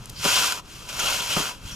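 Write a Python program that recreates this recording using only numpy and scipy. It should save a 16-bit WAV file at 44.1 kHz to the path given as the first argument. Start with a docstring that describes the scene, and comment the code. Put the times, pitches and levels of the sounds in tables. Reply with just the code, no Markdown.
"""A thin metal pizza peel slides over the stone of a small outdoor oven: a hard push, a light glide,
a second long stroke. Grit under the blade rings the sheet and the oven chamber; the edge catches,
rasps and squeals as it sticks and slips. The blade lands two main knocks, each with rebounds and
chatter. Small metal ticks come first; a low rumble of air and flame and a faint hush lie underneath."""
import sys
import numpy as np
from scipy import signal
from scipy.fft import rfft, irfft
from scipy.io import wavfile

SR = 44100
rng = np.random.default_rng(int(sys.argv[2]) if len(sys.argv) > 2 else 0)


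def output_pcm(signal):
    """Save a mono or channel-first signal as 16-bit PCM at the path in sys.argv[1].

    Samples are clipped to [-1, 1] before scaling.
    """
    pcm = np.clip(np.atleast_2d(signal).T, -1, 1) * 32767
    wavfile.write(sys.argv[1], SR, np.round(pcm).astype(np.int16))


N = 77175
T = np.arange(N) / SR
FFT_SIZE = 2 ** 17
FREQ = np.maximum(np.fft.rfftfreq(FFT_SIZE, 1 / SR), 1)
SIDES = np.array([[1], [-1]])  # left, right

# force of the scrape (time [s], level [dB])
STROKE_FORCE = [(0, -48.5), (.14, -47), (.172, -41.5), (.21, -33.5), (.255, -20.5), (.37, -18), (.475, -21),
                (.54, -31), (.595, -36), (.618, -56), (.685, -45.5), (.76, -41.5), (.865, -43),
                (.90, -34.5), (.965, -31.5), (1.005, -27), (1.09, -22.5), (1.19, -26.5), (1.265, -29.5),
                (1.32, -24), (1.40, -24.5), (1.495, -30.5), (1.55, -45), (1.6, -50.5), (1.65, -43),
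                (1.69, -37), (1.75, -40)]
# the blade's low ring against its hiss (time [s], level [dB])
LOW_RING_LEVEL = [(0, -3), (.18, -9), (.26, 0), (.35, -5), (.46, -5), (.6, 5), (.72, -8.5), (.95, 2),
                  (1.33, -2.5), (1.52, 3.5), (1.69, -9)]
# broad tone of the blade in the oven mouth (frequency [Hz], level [dB])
BLADE_TONE = [(60, -25), (160, -16), (330, -12), (780, -7), (1010, -2), (1480, 1), (1780, -10), (2100, -7),
              (2850, -2), (3250, -3), (3900, -7), (5500, -6), (7500, -8.5), (8400, -14), (9400, -12),
              (10900, -16), (12200, -11), (13400, -21), (14800, -24.5)]
# ringing modes of the sheet (frequency [Hz], width [Hz], lift [dB])
SHEET_MODES = [(1060, 81, 2), (1393, 40, 3.5), (1576, 46, 2.5), (2747, 28, 4), (3210, 14, 5), (5105, 30, 4),
               (5630, 22, 5)]
# the edge catches on the stone (time [s], level [dB], length [s])
EDGE_CATCHES = [(.520, -24, 0.0059), (.887, -35, 0.013), (.990, -29, 0.012)]
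# broad rasps and thin squeals (time [s], level [dB], length [s], pitch [Hz], width [Hz])
EDGE_SLIPS = [(0.155, -39.5, 0.07, 4700, 1390), (0.321, -24.5, 0.052, 3350, 1010),
              (0.33, -25.5, 0.061, 5400, 3000), (0.362, -26.5, 0.023, 1150, 330),
              (0.431, -30.5, 0.035, 1130, 260), (0.755, -51.5, 0.084, 1170, 60),
              (.991, -29, 0.022, 6200, 1400), (0.992, -30, 0.066, 3100, 900),
              (1.068, -27, 0.032, 2930, 1000), (1.195, -29.5, .03, 3200, 800),
              (1.283, -30.5, 0.12, 3020, 800), (1.68, -52, 0.12, 1155, 60), (1.67, -46.5, 0.074, 3300, 200),
              (1.71, -42, 0.053, 5640, 130), (1.712, -45, 0.063, 5970, 130)]
# knocks and rebounds (time [s], level [dB], pitch favoured by the point of contact [Hz])
BLADE_KNOCKS = [(0.2458, -30, 553), (.253, -29.5, 210), (0.42, -43, 278), (1.201, -40.5, 222),
                (1.362, -29.5, 1020), (1.366, -26.5, 160), (1.379, -34, 600), (1.398, -33, 318)]
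# low modes of blade and oven under a knock (frequency [Hz], level [dB], time to fall 60 dB [s])
THUD_MODES = [(157.6, -4, 0.11), (220, -6.5, 0.073), (291, -7, 0.13), (403, -1.5, 0.12), (564, -6, 0.063),
              (643, -6.5, 0.079), (950, -9, 0.027), (1110, -1, 0.041)]
# tone of the blade's chatter (frequency [Hz], level [dB])
CHATTER_TONE = [(80, -6.5), (200, 2.5), (550, -5), (1300, 3.5), (2500, -22.5), (8000, -53)]
# light ticks of the metal (time [s], level [dB], length [s])
METAL_TICKS = [(.0568, -36.5, 0.0021), (.0955, -32, 0.0013), (.0985, -33.5, 0.0022)]
# bright tone of a tick (frequency [Hz], level [dB])
TICK_TONE = [(300, -16), (2500, -7), (5500, 1.5), (12000, -0.5), (15000, -11)]
# tone of air and flame (frequency [Hz], level [dB])
RUMBLE_TONE = [(15, -9.5), (32, 2), (65, -4), (140, -1), (220, -12), (400, -30), (1000, -26.5),
               (4000, -48.5)]
# swells of the rumble (time [s], level [dB])
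RUMBLE_LEVEL = [(0, -34.5), (.06, -46.5), (.095, -38), (.15, -43.5), (.33, -42), (.48, -51), (.72, -51.5),
                (.90, -45), (1.25, -46.5), (1.55, -44), (1.75, -44)]
# tone of the yard's hush (frequency [Hz], level [dB])
YARD_TONE = [(100, -0.5), (400, -2), (800, -9), (1250, -5), (1900, -20), (3000, -12.5), (14000, -39)]
# stereo image (frequency [Hz], left minus right [dB], left phase lead [rad], likeness [0-1])
STEREO_IMAGE = [(60.39, 3, 0.019, 0.72), (600, -0.1, -0.77, 1), (1300, 2, -0.76, 0.96),
                (1830, -2.5, -1.3, 0.4), (2110, 2, -0.51, 1), (2900, 4, -0.61, 0.62),
                (3530, 0.5, -1.55, 0.84), (4550, -2, -0.57, 0.6), (6200, 1, -0.87, 0.9),
                (7700, 1, 0.27, 0.73), (10350, 2.5, -0.47, 0.52), (12026, 13, 0.27, 0.1),
                (14000, 9.5, -0.31, 0.05)]


def scrape(judder_per_s=140, judder_db=0.74, split_hz=1340, catch_low_db=-10, shifts_per_s=14):
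    """Two parts of the juddering edge grind over grit and ring the sheet: a low ring under a hiss."""
    grains = np.array([grit(), grit()])
    catches = bursts(EDGE_CATCHES)
    push = undb(over_time(STROKE_FORCE) + judder_db * wander(judder_per_s))
    blade = body(BLADE_TONE, SHEET_MODES)
    lows = 1 / (1 + (FREQ / split_hz) ** 8)
    low_drive = push * undb(over_time(LOW_RING_LEVEL)) + undb(catch_low_db) * catches
    ring = through(grains * low_drive, blade * lows)
    # the point of contact wanders and bends the low ring by a few percent
    bend_s = 0.02457 / shifts_per_s
    ring = np.array([np.interp(T + bend_s * wander(shifts_per_s), T, part) for part in ring])
    hiss = through(grains * (push + catches), blade * (1 - lows))
    return ring + hiss


def grit(grains_per_s=5000, spread_db=3, hiss_share=0.5):
    """Contact force: sand grains of uneven size snap under the edge, over a fine hiss."""
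    hits = rng.random(N) < grains_per_s / SR
    polarity = rng.choice([-1, 1], N)
    sizes = undb(spread_db * np.minimum(rng.exponential(size=N), 5))
    grains = unit_rms(hits * polarity * sizes)
    return np.sqrt(1 - hiss_share) * grains + np.sqrt(hiss_share) * rng.standard_normal(N)


def rasps(judder_per_s=140, judder_db=1.0):
    """Each stick and slip feeds one band of the sheet: a broad rasp, or a thin squeal under light load."""
    slips = sum(noise_band(hz, width) * bursts([(start, db, length)])
                for start, db, length, hz, width in EDGE_SLIPS)
    return slips * undb(judder_db * wander(judder_per_s))


def oven_chamber(dry, t60_s=0.037, build_s=0.0008, wet_db=-8):
    """The oven walls add dense, short reflections to the direct sound."""
    tail = rng.standard_normal(N) * undb(-60 * T / t60_s) * (1 - np.exp(-T / build_s))
    reflections = unit_rms(rfft(tail, FFT_SIZE))
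    wet = undb(wet_db)
    return through(dry, (1 + wet * reflections) / np.hypot(1, wet))


def knocks(favour_db=10.5, favour_octaves=0.29, contact_s=0.0013, chatter_s=0.016, chatter_db=-0.5):
    """Each blow rings the low modes, some more than others, and the blade chatters on the stone."""
    thud = np.zeros(N)
    for start, db, favoured_hz in BLADE_KNOCKS:
        age = np.maximum(T - start, 0)
        attack = 1 - np.exp(-age / contact_s)
        for k, (hz, mode_db, t60) in enumerate(THUD_MODES):
            lift_db = favour_db * np.exp(-(np.log2(hz / favoured_hz) / favour_octaves) ** 2)
            decay = undb(db + mode_db + lift_db - 60 * age / t60)
            thud += (-1) ** k * decay * attack * np.sin(2 * np.pi * hz * age)
    shake = bursts([(start, db + chatter_db, chatter_s) for start, db, _ in BLADE_KNOCKS])
    chatter, scattered = through(noise_pair() * shake, body(CHATTER_TONE))
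    return stereo(thud + chatter, scattered)


def ticks():
    """Small dry metal ticks before the blade bears down."""
    snaps = noise_pair() * bursts(METAL_TICKS, rise=0.47)
    return stereo(*through(snaps, body(TICK_TONE)))


def air_and_flame(flutter_per_s=24.8, flutter_db=2.5, buffet_hz=14):
    """Breeze and flame make a fluttering rumble; the deepest buffeting differs left and right."""
    sway = undb(over_time(RUMBLE_LEVEL) + flutter_db * wander(flutter_per_s))
    mid, side = through(noise_pair(), body(RUMBLE_TONE)) * sway
    buffet = through(side, 1 / (1 + 1j * FREQ / buffet_hz))
    return mid + SIDES * buffet


def yard(level_db=-50.5):
    """A faint, steady bed of outdoor hush."""
    return undb(level_db) * stereo(*through(noise_pair(), body(YARD_TONE)))


def stereo(direct, scattered):
    """Both sides share the direct sound with a lag and shading; scattered sound adds width."""
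    balance_db, lead, likeness = (over_pitch(STEREO_IMAGE, column) for column in (1, 2, 3))
    shading = undb(SIDES * balance_db / 2)
    pan = shading / np.sqrt(np.mean(shading ** 2, axis=0)) * np.exp(.5j * SIDES * lead)
    centre = through(direct, pan * np.sqrt((1 + likeness) / 2))
    width = through(scattered, SIDES * pan * np.sqrt((1 - likeness) / 2))
    return centre + width


def body(tone, modes=()):
    """Causal response of unit power: a broad tone with narrow resonances on top."""
    peaks = 1 + sum((undb(db) ** 2 - 1) * bell(hz, width) for hz, width, db in modes)
    magnitude = unit_rms(undb(over_pitch(tone)) * np.sqrt(np.abs(peaks)))
    # minimum phase, so the ring follows the hit
    cepstrum = irfft(np.log(magnitude))
    cepstrum[1:FFT_SIZE // 2] *= 2
    cepstrum[FFT_SIZE // 2 + 1:] = 0
    return np.exp(rfft(cepstrum))


def bursts(contacts, rise=0.35):
    """Envelope of short contacts: each peaks at `rise` times its length, then dies away."""
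    envelope = np.zeros(N)
    for start, db, length in contacts:
        age = np.maximum(T - start, 0) / (rise * length)
        envelope += undb(db) * age * np.exp(1 - age)
    return envelope


def wander(steps_per_s):
    """Random drift of rms 1."""
    steps = rng.standard_normal(2048)
    return unit_rms(np.interp(T * steps_per_s, np.arange(len(steps)), steps))


def noise_pair():
    """Two unrelated white noises."""
    return rng.standard_normal((2, N))


def noise_band(hz, width):
    """Two unrelated noises in one resonance, at rms 1."""
    return unit_rms(through(noise_pair(), bell(hz, width)))


def bell(hz, width):
    """Resonance curve of height 1."""
    return 1 / (1 + (2 * (FREQ - hz) / width) ** 2)


def through(x, response):
    """Filter a sound by a frequency response."""
    return irfft(rfft(x, FFT_SIZE) * response)[..., :N]


def over_time(table):
    """Join (time [s], value) rows by straight ramps."""
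    return np.interp(T, *np.array(table).T)


def over_pitch(table, column=1):
    """Draw one column as a curve over log frequency."""
    rows = np.array(table)
    return np.interp(np.log(FREQ), np.log(rows[:, 0]), rows[:, column])


def undb(db):
    """Decibels to gain."""
    return 10 ** (np.asarray(db) / 20)


def unit_rms(x):
    """Scale to rms 1."""
    return x / np.sqrt(np.mean(np.abs(x) ** 2))


def scene():
    """The peel in the oven up front, with knocks and ticks, over rumble and hush."""
    direct, scattered = scrape() + rasps()
    peel = stereo(oven_chamber(direct), oven_chamber(scattered))
    return peel + knocks() + ticks() + air_and_flame() + yard()


def record(dry, top_hz=15100):
    """A steep low-pass takes off the very top."""
    return signal.sosfilt(signal.ellip(10, .2, 90, top_hz, fs=SR, output="sos"), dry)


dry = scene()
out = record(dry)
output_pcm(out)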